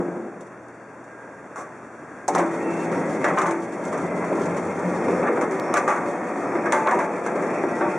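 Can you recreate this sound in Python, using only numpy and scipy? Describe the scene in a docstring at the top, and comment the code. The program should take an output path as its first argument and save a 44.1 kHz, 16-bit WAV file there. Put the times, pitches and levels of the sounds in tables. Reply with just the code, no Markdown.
"""A machine rumbles to rest, a hand knocks on its control box, and it snaps on again to rattle and clank.
It is a chain-fed crusher in a workshop, heard from beside its steel casing. Once the contactor (a heavy
electric switch) closes, the drive shakes the casing's panels and the feed chain scrapes along a steel bed.
The swinging press plate strikes steel on steel: each clank is a bright crack and a ringing clang.
Throughout, a ring time (t60) is the number of seconds a sound takes to fade by 60 dB."""
import sys
import numpy as np
from scipy import signal
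from scipy.fft import rfft, irfft, next_fast_len
from scipy.io import wavfile
from scipy.ndimage import uniform_filter1d

SR = 44100
rng = np.random.default_rng(int(sys.argv[2]) if len(sys.argv) > 2 else 0)


def unload_wav(signal):
    """Save mono or channel-first audio to the path in sys.argv[1] as 16-bit WAV at rate SR, clipped to [-1, 1]."""
    wavfile.write(
        sys.argv[1],
        SR,
        np.round(np.clip(np.atleast_2d(signal).T, -1, 1) * 32767).astype(np.int16),
    )


N = 351918
TIME = np.arange(N) / SR
BLOW_TIME = np.arange(24000) / SR  # the seconds of one blow
START_S = 2.3  # the motor starts
CRACK_RISE_S = .0003  # a crack builds up almost at once

# The tone colour of thin hiss. Each row: frequency in Hz, relative level in dB.
HISS = [(2000, -20), (2900, 6.5), (3500, 0.5), (4500, -3), (5100, -1), (5700, 1.5), (7000, 1), (9500, -6),
        (11000, -16), (12000, -70), (13700, -46), (15000, -16), (16000, -41)]
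# The press plate's modes, the notes it rings with. Each row: pitch in Hz, level in dB, ring time in seconds.
PLATE = [(593, 1, 0.45), (777, -6, 0.47), (878, -4.5, 0.68), (940, -6, 0.32), (1040, -23, 0.4),
         (1151, -7, 0.46), (1247, -9.5, 0.35), (1280, -14.5, 0.58), (1708, -16, 0.18), (1800, -20, 0.33),
         (2130, -6.5, 0.31)]
# How near things sound as the listener goes from the control box along the side to the feed opening.
# Each row: time in seconds, casing gain in dB, chain gain in dB.
PLACE = [(2.3, 0, 0), (3., 0, -0.5), (4.5, 2.5, 2), (5.15, -2, 0.), (5.65, -5, 2), (6.6, -6, 1),
         (7.97, -4, 1.6)]


def amp(db):
    """Turns decibels into a gain."""
    return 10 ** (np.asarray(db) / 20)


def unit(x):
    """Scales a signal to an average (rms) level of 1."""
    return x / np.sqrt(np.mean(x ** 2) + 1e-20)


def level_at(spectrum, hz):
    """Looks up a spectrum's dB at any frequency, sliding between its rows."""
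    row_hz, row_db = np.transpose(spectrum)
    return np.interp(np.log(hz + 1), np.log(row_hz + 1), row_db)


def gains(rows):
    """One gain curve over time for each dB column of a table."""
    times, *columns = np.transpose(rows)
    return [amp(np.interp(TIME, times, db)) for db in columns]


def add(mix, start_s, sound):
    """Adds a sound to the stereo mix; a mono sound goes to both ears."""
    part = mix[:, round(start_s * SR):][:, :sound.shape[-1]]
    part += sound[..., :part.shape[1]]


def wander(per_s):
    """Smooth random motion with up to about per_s swings a second."""
    hz = np.fft.rfftfreq(N, 1 / SR)
    return unit(irfft(rfft(rng.standard_normal(N)) / (1 + (hz / per_s) ** 4), N))


def decay(t, t60, rise):
    """A quick build-up and a fading tail."""
    return (1 - np.exp(-t / rise)) * np.exp(-np.log(1000) * t / t60)


def noise(shape, size=N):
    """Stereo noise with the gain shape(Hz): low notes mostly alike in both ears, treble wide."""
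    # Stereo width. Each row: frequency in Hz, level of the side signal against the middle in dB.
    width = [(40, -3), (140, -27.5), (320, -21.5), (740, -19), (1700, -12), (2600, -11.5), (6000, -7),
             (10000, -2.5)]
    padded = next_fast_len(size, True)
    hz = np.fft.rfftfreq(padded, 1 / SR)
    mid, side = rng.standard_normal((2, len(hz))) + 1j * rng.standard_normal((2, len(hz)))
    side = side * amp(level_at(width, hz))
    return unit(irfft(np.array([mid + side, mid - side]) * shape(hz), padded)[:, :size])


def coloured(spectrum, size=N):
    """Noise with a given tone colour."""
    return noise(lambda hz: amp(level_at(spectrum, hz)), size)


def band(centre_hz, width_hz, size=N):
    """Noise in one bell-shaped band of frequencies."""
    return noise(lambda hz: np.exp(-((hz - centre_hz) / width_hz) ** 2), size)


def ringing(centre_hz, width_hz, size=N):
    """One resonance kept sounding by random shaking."""
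    return noise(lambda hz: 1 / (1 + ((hz - centre_hz) / width_hz * 2) ** 2), size)


def favour(hz, spot_hz, boost_db=7.5, octaves=0.96):
    """Where a plate is struck decides which modes ring most: here, those near spot_hz."""
    closeness = np.exp(-(np.log2((hz + 1) / spot_hz) / octaves) ** 2)
    return amp(boost_db * (closeness - .5))


def steel(spectrum, ripple_db, size=N, spacing_hz=28.22, spot_hz=None):
    """Noise with ridges in its spectrum, from the random, closely spaced modes of steel plates."""
    ridge_hz = np.arange(2000) * spacing_hz
    ridges = amp(ripple_db * np.clip(rng.standard_normal(len(ridge_hz)), -2, 2))
    if spot_hz:
        ridges = ridges * favour(ridge_hz, spot_hz)
    return noise(lambda hz: amp(level_at(spectrum, hz)) * np.interp(hz, ridge_hz, ridges), size)


def ring_modes(table):
    """One tap sets a table of modes ringing, each starting up or down at random."""
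    t = BLOW_TIME
    return sum(rng.choice([-1, 1]) * amp(db) * np.sin(2 * np.pi * hz * t) * decay(t, t60, CRACK_RISE_S)
               for hz, db, t60 in table)


def workshop(hiss_db=-21.0):
    """Ventilation with its thin hiss, a mains hum and a faint, wavering whine."""
    # The moving air. Each row: frequency in Hz, relative level in dB.
    air_colour = [(18, -61), (30, -63), (90, -13.5), (109, -23), (148, -7.5), (316, -1), (404, -4),
                  (428, -2), (470, -4), (649, -3.5), (701, -6), (1610, -9.5), (2800, -25.5), (3640, -99),
                  (6160, -120)]
    # The air fades as the machine starts. Each row: time in seconds, level in dB.
    air_level = [(0.3, -42), (0.8, -42), (1.4, -40.5), (1.8, -39.5), (2.25, -39), (2.6, -78)]
    # Mains hum. Each row: pitch in Hz, level in dB.
    hum_tones = [(59.5, -80.5), (119, -60)]
    # The whine. Each row: pitch in Hz, width in Hz, level in dB.
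    whine_tones = [(437, 3.8, -64), (1609, 2.3, -54.5), (1665, 24, -70)]
    air = coloured(air_colour) + amp(hiss_db) * coloured(HISS)
    air = air * gains(air_level)[0] * amp(.5 * wander(25))
    hum = sum(amp(db) * unit(np.sin(2 * np.pi * hz * TIME)) for hz, db in hum_tones)
    hum = hum * amp(1.4 * wander(2.4))
    whine = sum(amp(db) * ringing(hz, width) for hz, width, db in whine_tones)
    return air + hum + whine


def brushes_and_ticks(tick_hz=4194.0):
    """Soft brushes of a hand and sleeve on the way to the control box, and later two dry ticks."""
    # Each row: start in seconds, level in dB, fade time (t60) in seconds.
    brushes = [(0.406, -48.5, 0.13), (0.467, -53, 0.066), (0.682, -52, 0.045), (1.04, -55, 0.083)]
    # Each row: start in seconds, strength in dB.
    ticks = [(4.331, -27), (5.5987, -12)]
    out, t = np.zeros((2, N)), np.arange(8000) / SR
    for start, db, t60 in brushes:
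        add(out, start, amp(db) * coloured(HISS, len(t)) * decay(t, t60, rise=.001))
    for start, db in ticks:
        add(out, start, amp(db) * np.sin(2 * np.pi * tick_hz * t) * np.exp(-t / 0.00009))
    return out


def load_db():
    """The load on the drive: it drops quickly after a stroke, builds slowly, and surges as the chain bites."""
    # Each row: time of least load in seconds, depth in dB.
    slacks = [(2.56, 2.5), (3.68, 7.5), (4.149, 2.5), (4.68, 3), (6.2, 3), (7.16, 3.5)]
    # Each row: time in seconds, height in dB (below zero is a dip).
    surges = [(2.98, 2.5), (3.52, -2), (3.98, 0), (4.35, -0.5), (4.9, 1), (5.15, 3), (5.52, -2), (6.62, 0),
              (7.36, 2), (7.7, -1)]

    def bumps(rows, before_s, after_s):
        return sum(db * np.exp(-((TIME - s) / np.where(TIME < s, before_s, after_s)) ** 2)
                   for s, db in rows)

    return bumps(surges, before_s=0.09, after_s=0.12) - bumps(slacks, before_s=0.16, after_s=0.23)


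def spin_up(rise_s=0.045):
    """The motor's sound fades in once the contactor closes."""
    return np.clip((TIME - START_S) / rise_s, 0, 1)


def panel_tone(hz, waver_hz=1.2, per_s=7.5):
    """A panel ringing freely: one slightly wavering tone."""
    return unit(np.sin(2 * np.pi * np.cumsum(hz + waver_hz * wander(per_s)) / SR))


def casing(panel_damping=1.6, load_share=1.15, coast_db=-25, fall_db_per_s=38.5, hiss_db=-31.5):
    """Large panels drum whenever the works move, and ring on as the machine coasts to rest."""
    # Two drumming panels. Each row: running pitch in Hz, width in Hz, running level in dB,
    # coasting pitch in Hz, coasting level in dB, how strongly nearness counts.
    panels = [(175.9, 25, -34.5, 160, -48, 1.42), (337.2, 12, -44.5, 350, -26.5, 0.14)]
    # Jolts that ring a panel or the press plate. Each row: start in seconds, level in dB, pitch in Hz, ring
    # time in seconds.
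    jolts = [(2.39, -27, 595, 0.51), (2.41, -23.5, 333, 1.16), (2.67, -22.5, 335, .9),
             (3.29, -34, 590, 0.4), (3.37, -24.5, 380, 0.97), (3.47, -22, 334, 0.85),
             (4.83, -20, 180, 0.44), (5.28, -19, 485, 0.43), (5.39, -23, 490, 0.35),
             (5.5, -21.5, 380, 0.43), (5.765, -23, 1170, .25), (5.895, -21, 1160, 0.22),
             (6.04, -27, 578, 0.71), (6.53, -23.5, 338, 0.56), (6.875, -23, 1153, .3),
             (6.91, -18.5, 968, 0.38), (7.409, -25, 385, .5), (7.8, -27, 334, 0.82)]
    # The low boom close to the casing's side. Each row: time in seconds, level in dB.
    boom_level = [(2.28, -88), (2.4, -64), (3.6, -68), (4, -53.5), (5.1, -51), (5.7, -74), (6.7, -67),
                  (7.97, -77)]
    # The rumble of coming to rest. Each row: frequency in Hz, relative level in dB.
    coast_colour = [(29, -70), (50, -55), (133, -25), (173, 1), (290, -1.5), (349, 1.5), (394, -2),
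                    (493, -3.5), (931, -13), (1920, -23), (3050, -40), (3960, -72), (6710, -120)]
    near, _ = gains(PLACE)
    driven = spin_up() * amp(load_share * load_db())
    dying = amp(-fall_db_per_s * TIME)
    drum, t = np.zeros((2, N)), TIME[:SR]
    for hz, width, db, free_hz, free_db, share in panels:
        drum += amp(db) * driven * near ** share * ringing(hz, width)
        drum += amp(free_db) * dying ** panel_damping * panel_tone(free_hz)
    for start, db, hz, t60 in jolts:
        add(drum, start, amp(db) * unit(np.sin(2 * np.pi * hz * t)) * decay(t, t60, rise=0.015))
    boom = gains(boom_level)[0] * band(centre_hz=94.4, width_hz=5.9)
    coast = coloured(coast_colour) + amp(hiss_db) * coloured(HISS)
    coast = coast * amp(coast_db) * dying * amp(0.77 * wander(35))
    return drum + boom + coast


def groan(db=-41.5, hz=510.0, width_hz=59.0, load_share=4.8):
    """The casing groans as the load peaks."""
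    near, _ = gains(PLACE)
    return amp(db + load_share * load_db()) * np.sqrt(near) * ringing(hz, width_hz) * spin_up()


def rattle(spectrum, per_s, t60, spread_db, spots=10):
    """Many small knocks of uneven size, at several spots that each ring differently."""
    out, t = np.zeros((2, N)), np.arange(4096) / SR
    for _ in range(spots):
        hits = rng.random(N) < per_s / spots / SR
        knocks = hits * amp(spread_db * np.minimum(rng.exponential(1, N), 3))
        ring = coloured(spectrum, len(t)) * decay(t, t60, rise=0.0018)
        out += signal.oaconvolve(knocks[None], ring, axes=1)[:, :N]
    return unit(out)


def shifting_steel(spectrum, ripple_db, patterns=7):
    """As the listener moves along the casing, other modes of the bed come to the fore: one ridged pattern fades
    into the next."""
    travel = np.clip((TIME - START_S) / (TIME[-1] - START_S), 0, 1) * (patterns - 1)
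    return sum(np.cos(np.pi / 2 * np.clip(travel - k, -1, 1)) * steel(spectrum, ripple_db)
               for k in range(patterns))


def drive_and_chain(split_hz=620, rumble_db=-26.5, scrape_db=-30.0, hiss_db=-53.0):
    """The drive shakes the casing while chain links scrape and knock along the steel bed."""
    # The running machine's tone colour. Each row: frequency in Hz, relative level in dB.
    running = [(18, -80), (30, -58), (53, -110), (76, -30.5), (129, -11.5), (166, -10.5), (208, -1.5),
               (341, 2), (470, -1.5), (591, -2), (1340, -13), (1500, -16.5), (1990, -16), (2600, -27.5),
               (2800, -47), (3640, -30), (6160, -120)]
    # Below split_hz it is the drive's rumble, above it the bed's scrape.
    bass = noise(lambda hz: amp(level_at(running, hz)) / np.sqrt(1 + (hz / split_hz) ** 6))
    bed = [(hz, db - 10 * np.log10(1 + (split_hz / hz) ** 6)) for hz, db in running if hz < 3000]
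    bed.append((3400, -90))
    load, (near, chain) = load_db(), gains(PLACE)
    judder = wander(31)  # the load catches and slips
    sliding = amp(-.5 + 0.38 * judder) * shifting_steel(bed, ripple_db=4.0)
    rasp = band(centre_hz=2380, width_hz=330) * amp(-20.5 + 3.2 * wander(8.3))  # dry steel on steel
    links = amp(-10.5) * rattle(bed, per_s=90, t60=0.095, spread_db=5.5)
    # The chain shakes the press plate, which the casing's side shields.
    plate = noise(lambda f: sum(amp(db) / (1 + ((f - hz) * t60 / 5) ** 2) for hz, db, t60 in PLATE))
    plate = amp(-14.5) * plate / near ** 0.68
    fizz = amp(1.0 + 0.34 * judder) * steel(HISS, ripple_db=5.0)
    ticking = amp(2.0) * rattle(HISS, per_s=76, t60=0.18, spread_db=2.5)
    # Each layer follows the load and the listener's place by its own share.
    rumble = amp(rumble_db + 0.94 * load + 0.36 * judder) * near ** 0.14 * bass
    scrape = amp(scrape_db + 0.66 * load) * chain * (sliding + rasp + links + plate)
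    hiss = amp(hiss_db + 0.51 * load) * near ** 0.32 * (fizz + ticking)
    return (rumble + scrape + hiss) * spin_up()


def squeals():
    """Dry metal joints sing briefly: narrow tones that swell, slide and fade."""
    # Each row: start and length in seconds, then pitch, glide and width in Hz, then level in dB.
    joints = [(0.698, .25, 4620, 28, 400, -74), (2.594, 0.28, 2675, 13, 55, -45),
              (2.864, 0.75, 2060, -17, 60, -47), (2.935, 0.065, 5570, -170, 110, -55),
              (3.992, 0.35, 2046, 13, 40, -43), (4.902, 0.36, 5400, 258, 420, -56),
              (5.598, 0.16, 5530, 120, 340, -53), (6.396, 0.41, 5400, 237, 220, -60),
              (7.476, 0.37, 1940, 7, 18, -41.5), (7.397, 0.35, 5640, 110, 220, -57.5),
              (7.696, 0.33, 5420, -93, 220, -59)]
    out = np.zeros((2, N))
    for start, length, hz, glide_hz, width_hz, db in joints:
        size = int(length * SR)
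        slide = np.exp(2j * np.pi * np.cumsum(glide_hz * np.linspace(-.5, .5, size)) / SR)
        swing = signal.hilbert(ringing(hz, width_hz, size=SR))[:, :size]
        swing = swing / np.sqrt(abs(swing) + 1e-9)  # friction evens out the swing
        add(out, start, amp(db) * unit((swing * slide).real) * signal.windows.tukey(size, .4))
    return out


def contactor():
    """The switch closes and its box rings with a hollow knock."""
    # The box's modes. Each row: pitch in Hz, level in dB, ring time in seconds.
    box = [(582, -7, 0.2), (722, -1.5, .15), (799, -10, .22), (875, -1.5, 0.12), (1034, -14, .15)]
    # Each row: start in seconds, strength in dB.
    knocks = [(2.2845, -14), (2.36, -23), (2.392, -22)]
    out = np.zeros((2, N))
    for start, db in knocks:
        add(out, start, amp(db) * ring_modes(box))
    return out


def snap(db, hz=2650.0, width_hz=1500.0, t60=0.009):
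    """The hard, very short snap of two edges meeting."""
    return amp(db) * band(hz, width_hz, len(BLOW_TIME)) * decay(BLOW_TIME, t60, CRACK_RISE_S)


def lip_chatter(per_s=110., rebound_db=-7.5, die_t60=0.41, snap_db=-6.0, rebounds=40):
    """The press plate's thin lip rings at a hard hit, then rebounds unevenly, ever weaker."""
    # The lip's modes. Each row: pitch in Hz, level in dB, ring time in seconds.
    lip = [(1500, -9, 0.056), (1715, -4.5, 0.15), (1942, -6.5, 0.13), (2115, -11, 0.13), (3420, -18.5, .07)]
    # Each row: start in seconds, strength in dB.
    lip_hits = [(3.2435, -19), (5.761, -24), (6.7232, -17), (6.872, -24), (7.809, -36)]
    out = np.zeros((2, N))
    for start, db in lip_hits:
        delays = np.r_[0, np.cumsum(rng.uniform(.3, 1.7, rebounds)) / per_s]
        for delay in delays[delays < die_t60 / 2]:
            strength = amp(db + rebound_db * (delay > 0) - 60 * delay / die_t60)
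            add(out, start + delay, strength * (ring_modes(lip) + snap(snap_db)))
    return out


def crack(db, t60, room_db=-18.0, room_t60=0.45):
    """The bright crack at the point of contact, with its echo in the workshop."""
    # The crack's tone colour. Each row: frequency in Hz, relative level in dB.
    crack_colour = [(800, -50), (1800, -28), (2700, -46), (3500, -3), (4500, -2), (5100, -0.5), (6000, 9.5),
                    (7500, 5.5), (10000, -2.5), (12500, -27), (15500, -17)]
    contact = steel(crack_colour, ripple_db=3., size=len(BLOW_TIME), spacing_hz=110.)
    echo = amp(room_db) * decay(BLOW_TIME, room_t60, rise=0.0046)
    return amp(db) * contact * (decay(BLOW_TIME, t60, CRACK_RISE_S) + echo)


def clang(db, spot_hz, t60, free_t60=.5, detune=0.045):
    """A blow spreads into the steel's dense modes and the plate's few strong ones."""
    # The dense modes' tone colour. 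Each row: frequency in Hz, relative level in dB.
    clang_colour = [(47, -56), (80, -31), (164, -27), (240, -33), (378, 7.5), (408, -5), (521, 0),
                    (589, 1.5), (823, -1), (888, -2.5), (1080, -1.5), (2180, -8.5), (3050, -25.5),
                    (3960, -30), (6710, -120)]
    t = BLOW_TIME
    free = min(t60 / free_t60, 1)  # a plate still in contact rings weakly, briefly and a little off pitch
    mode_hz, mode_db, mode_t60 = np.transpose(PLATE)
    ring_hz = mode_hz * (1 + detune * (1 - free) * rng.uniform(-1, 1, len(PLATE)))
    rings = np.array([np.sin(2 * np.pi * hz * t) * decay(t, ring_t60 * np.sqrt(free), rise=0.011)
                      for hz, ring_t60 in zip(ring_hz, mode_t60)])
    dense = steel(clang_colour, ripple_db=5.0, size=len(t), spot_hz=spot_hz) * decay(t, t60, rise=0.00044)
    strengths = amp(mode_db) * favour(mode_hz, spot_hz, boost_db=18., octaves=.13)
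    signs = rng.choice([-1, 1], len(PLATE))
    return amp(db) * (dense + free * ((strengths * signs) @ rings))


def impacts(low_cut_hz=110.0, thump_peak_hz=380):
    """Steel on steel: two-stage strikes, uneven bounces, catching links and dull thumps."""
    # The contactor and press plate touch, then seat fully. Each row: start in seconds; clang, crack and
    # snap in dB; pitch in Hz; crack ring time in seconds; then for the seating: delay in seconds,
    # clang and crack in dB, pitch in Hz, clang ring time in seconds.
    strikes = [(2.2798, -21.5, -23.5, -54, 790, 0.058, 0.0057, -21.5, -41, 780, 0.11),
               (3.2425, -15.5, -33, -23, 1540, .075, .0205, -22, -44, 565, 0.32),
               (5.7392, -16.5, -20.5, -29, 1140, 0.018, .03, -14.5, -28.5, 1290, 0.19),
               (6.7229, -13.5, -16.5, -24, 1180, 0.0088, .005, -19, -32, 880, 0.68),
               (6.8726, -15, -37, -22.5, 1170, 0.023, .0125, -23, -42, 1300, 0.35)]
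    # The hand on the box, and the plate falling back.
    # Each row: start in seconds, clang and crack in dB, pitch in Hz, crack ring time in seconds.
    knocks = [(1.558, -31, -48.5, 1100, .19), (1.578, -35, -48, 684, .19), (1.591, -42, -49.5, 1100, .19),
              (1.608, -40.5, -50, 1070, .12), (2.3494, -18, -28.5, 714, 0.059),
              (2.359, -19, -49, 804, 0.086), (2.381, -20.5, -35, 694, 0.16), (2.392, -17.5, -45, 730, .12),
              (3.283, -21, -49, 745, 0.12), (3.302, -37, -52, 1090, .1), (3.321, -42, -55, 1700, 0.093),
              (3.373, -16.5, -48, 1230, .1), (3.3852, -25.5, -33, 1420, 0.083),
              (3.4155, -23, -34, 1010, 0.08), (3.436, -27, -52, 970, .1), (3.456, -23, -46, 1030, .1),
              (3.463, -32, -39.5, 1080, 0.14), (3.509, -26.5, -39, 1010, 0.079),
              (5.8769, -13, -35.5, 1010, 0.33), (5.903, -20.5, -45, 1130, 0.16),
              (5.92, -25, -49, 1120, .15), (5.96, -27, -44, 1050, 0.12), (6.86, -21, -54, 840, .1),
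              (6.91, -17.5, -37.5, 950, 0.12), (6.944, -25, -45, 890, 0.15),
              (6.989, -20.5, -41.5, 1040, 0.19)]
    # Links catching on the bed. Each row: start in seconds, clang and crack in dB.
    clinks = [(2.926, -30, -61), (3.851, -37, -43), (3.9269, -26.5, -43.5), (3.975, -31.5, -44),
              (4.224, -26.5, -60), (4.456, -37, -42), (4.5667, -29.5, -42), (5.271, -19.5, -52),
              (5.4115, -23.5, -38), (5.51, -32, -44), (6.657, -21.5, -45), (7.2627, -24.5, -40),
              (7.424, -29.5, -48)]
    # The chain's bars dropping onto the bed. Each row: start in seconds, level in dB, pitch in Hz.
    clunks = [(4.328, -23.5, 700), (5.083, -19, 690), (5.371, -15, 800), (7.262, -24, 800),
              (7.637, -16.5, 750)]
    # Thumps inside the casing. Each row: start in seconds, thump and wall clang in dB, pitch in Hz.
    thumps = [(2.299, -22.5, -31, 342), (2.391, -17.5, -30, 368), (4.318, -19, -32, 383),
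              (4.384, -25.5, -43, 380), (5.081, -17, -27, 377), (5.227, -22, -21, 480),
              (5.292, -20, -42, 490), (5.372, -23.5, -26, 463), (5.432, -21, -38, 410),
              (6.552, -25, -25.5, 386), (6.951, -23, -30, 384), (7.637, -21.5, -29, 350),
              (7.81, -23, -19, 385)]
    # A thump's tone colour, slid to each pitch. Each row: frequency in Hz, relative level in dB.
    thump_colour = [(60, -46), (160, -3), (380, 19), (650, -3.5), (1000, -1), (2500, -65), (4000, -85)]
    out = np.zeros((2, N))
    for start, clang_db, crack_db, snap_db, hz, crack_t60, *seating in strikes:
        add(out, start, clang(clang_db, hz, t60=0.27) + crack(crack_db, crack_t60) + snap(snap_db))
        delay, clang_db, crack_db, hz, t60 = seating
        add(out, start + delay, clang(clang_db, hz, t60) + crack(crack_db, t60=0.098))
    for start, clang_db, crack_db, hz, crack_t60 in knocks:
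        add(out, start, clang(clang_db, hz, t60=0.36) + crack(crack_db, crack_t60) + snap(crack_db + 4.5))
    for start, clang_db, crack_db in clinks:
        add(out, start, clang(clang_db, spot_hz=1330, t60=0.22) + crack(crack_db, t60=0.083))
    for start, db, hz in clunks:
        add(out, start, clang(db, hz, t60=0.052))
    for start, db, wall_db, hz in thumps:
        body = noise(lambda f: amp(level_at(thump_colour, f * thump_peak_hz / hz)), len(BLOW_TIME))
        thump = amp(db) * body * decay(BLOW_TIME, t60=0.3, rise=0.00098)
        add(out, start, thump + clang(wall_db, spot_hz=690, t60=0.4))
    return signal.sosfilt(signal.butter(3, low_cut_hz, "high", fs=SR, output="sos"), out)


def scene():
    """Everything together, the left a little louder."""
    mix = workshop() + casing() + groan() + drive_and_chain() + squeals()
    mix = mix + impacts() + contactor() + lip_chatter() + brushes_and_ticks()
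    return mix * amp([[.42], [-.42]])


def running_db(x, samples):
    """The level of a stereo sound in dB, averaged over a short sliding window."""
    return 10 * np.log10(abs(uniform_filter1d((x ** 2).mean(0), size=samples)) + 1e-12)


def suppressor(x, width_hz=226.0, steepness=2.23, open_db=-42.5, knee_db=6.):
    """Cuts three sharp notches in the sound, and lets those pitches back in when the treble is loud."""
    # Each entry: the centre of a notch in Hz.
    notches_hz = [3005, 4010, 5000]
    hz = np.fft.rfftfreq(N, 1 / SR)
    notch = np.prod([abs(hz - centre) / np.hypot(hz - centre, width_hz) for centre in notches_hz], axis=0)
    notched = irfft(rfft(x) * notch ** steepness, N)
    treble = irfft(rfft(x) * (hz > notches_hz[0]), N)
    opened = .5 + .5 * np.tanh((running_db(treble, samples=900) - open_db) / knee_db)
    return notched + opened * (x - notched)


def record(dry, threshold_db=-18.0, share=0.66, recover_db_per_s=31.0, ceiling=.46, top_hz=15830):
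    """Turns down loud clanks, rounds the peaks, applies the suppressor and cuts the highest treble."""
    fall = TIME * recover_db_per_s
    held_db = np.maximum.accumulate(running_db(dry, samples=400) + fall) - fall  # jumps up, sinks slowly
    over_db = np.maximum(held_db - threshold_db, 0)
    levelled = dry / amp(share * uniform_filter1d(over_db, size=100))
    rounded = levelled / (1 + (levelled / ceiling) ** 8) ** (1 / 8)
    treble_cut = signal.firwin(511, top_hz, window=("kaiser", 9), fs=SR)
    return signal.oaconvolve(suppressor(rounded), treble_cut[None], "same")


dry = scene()
out = record(dry)
unload_wav(out)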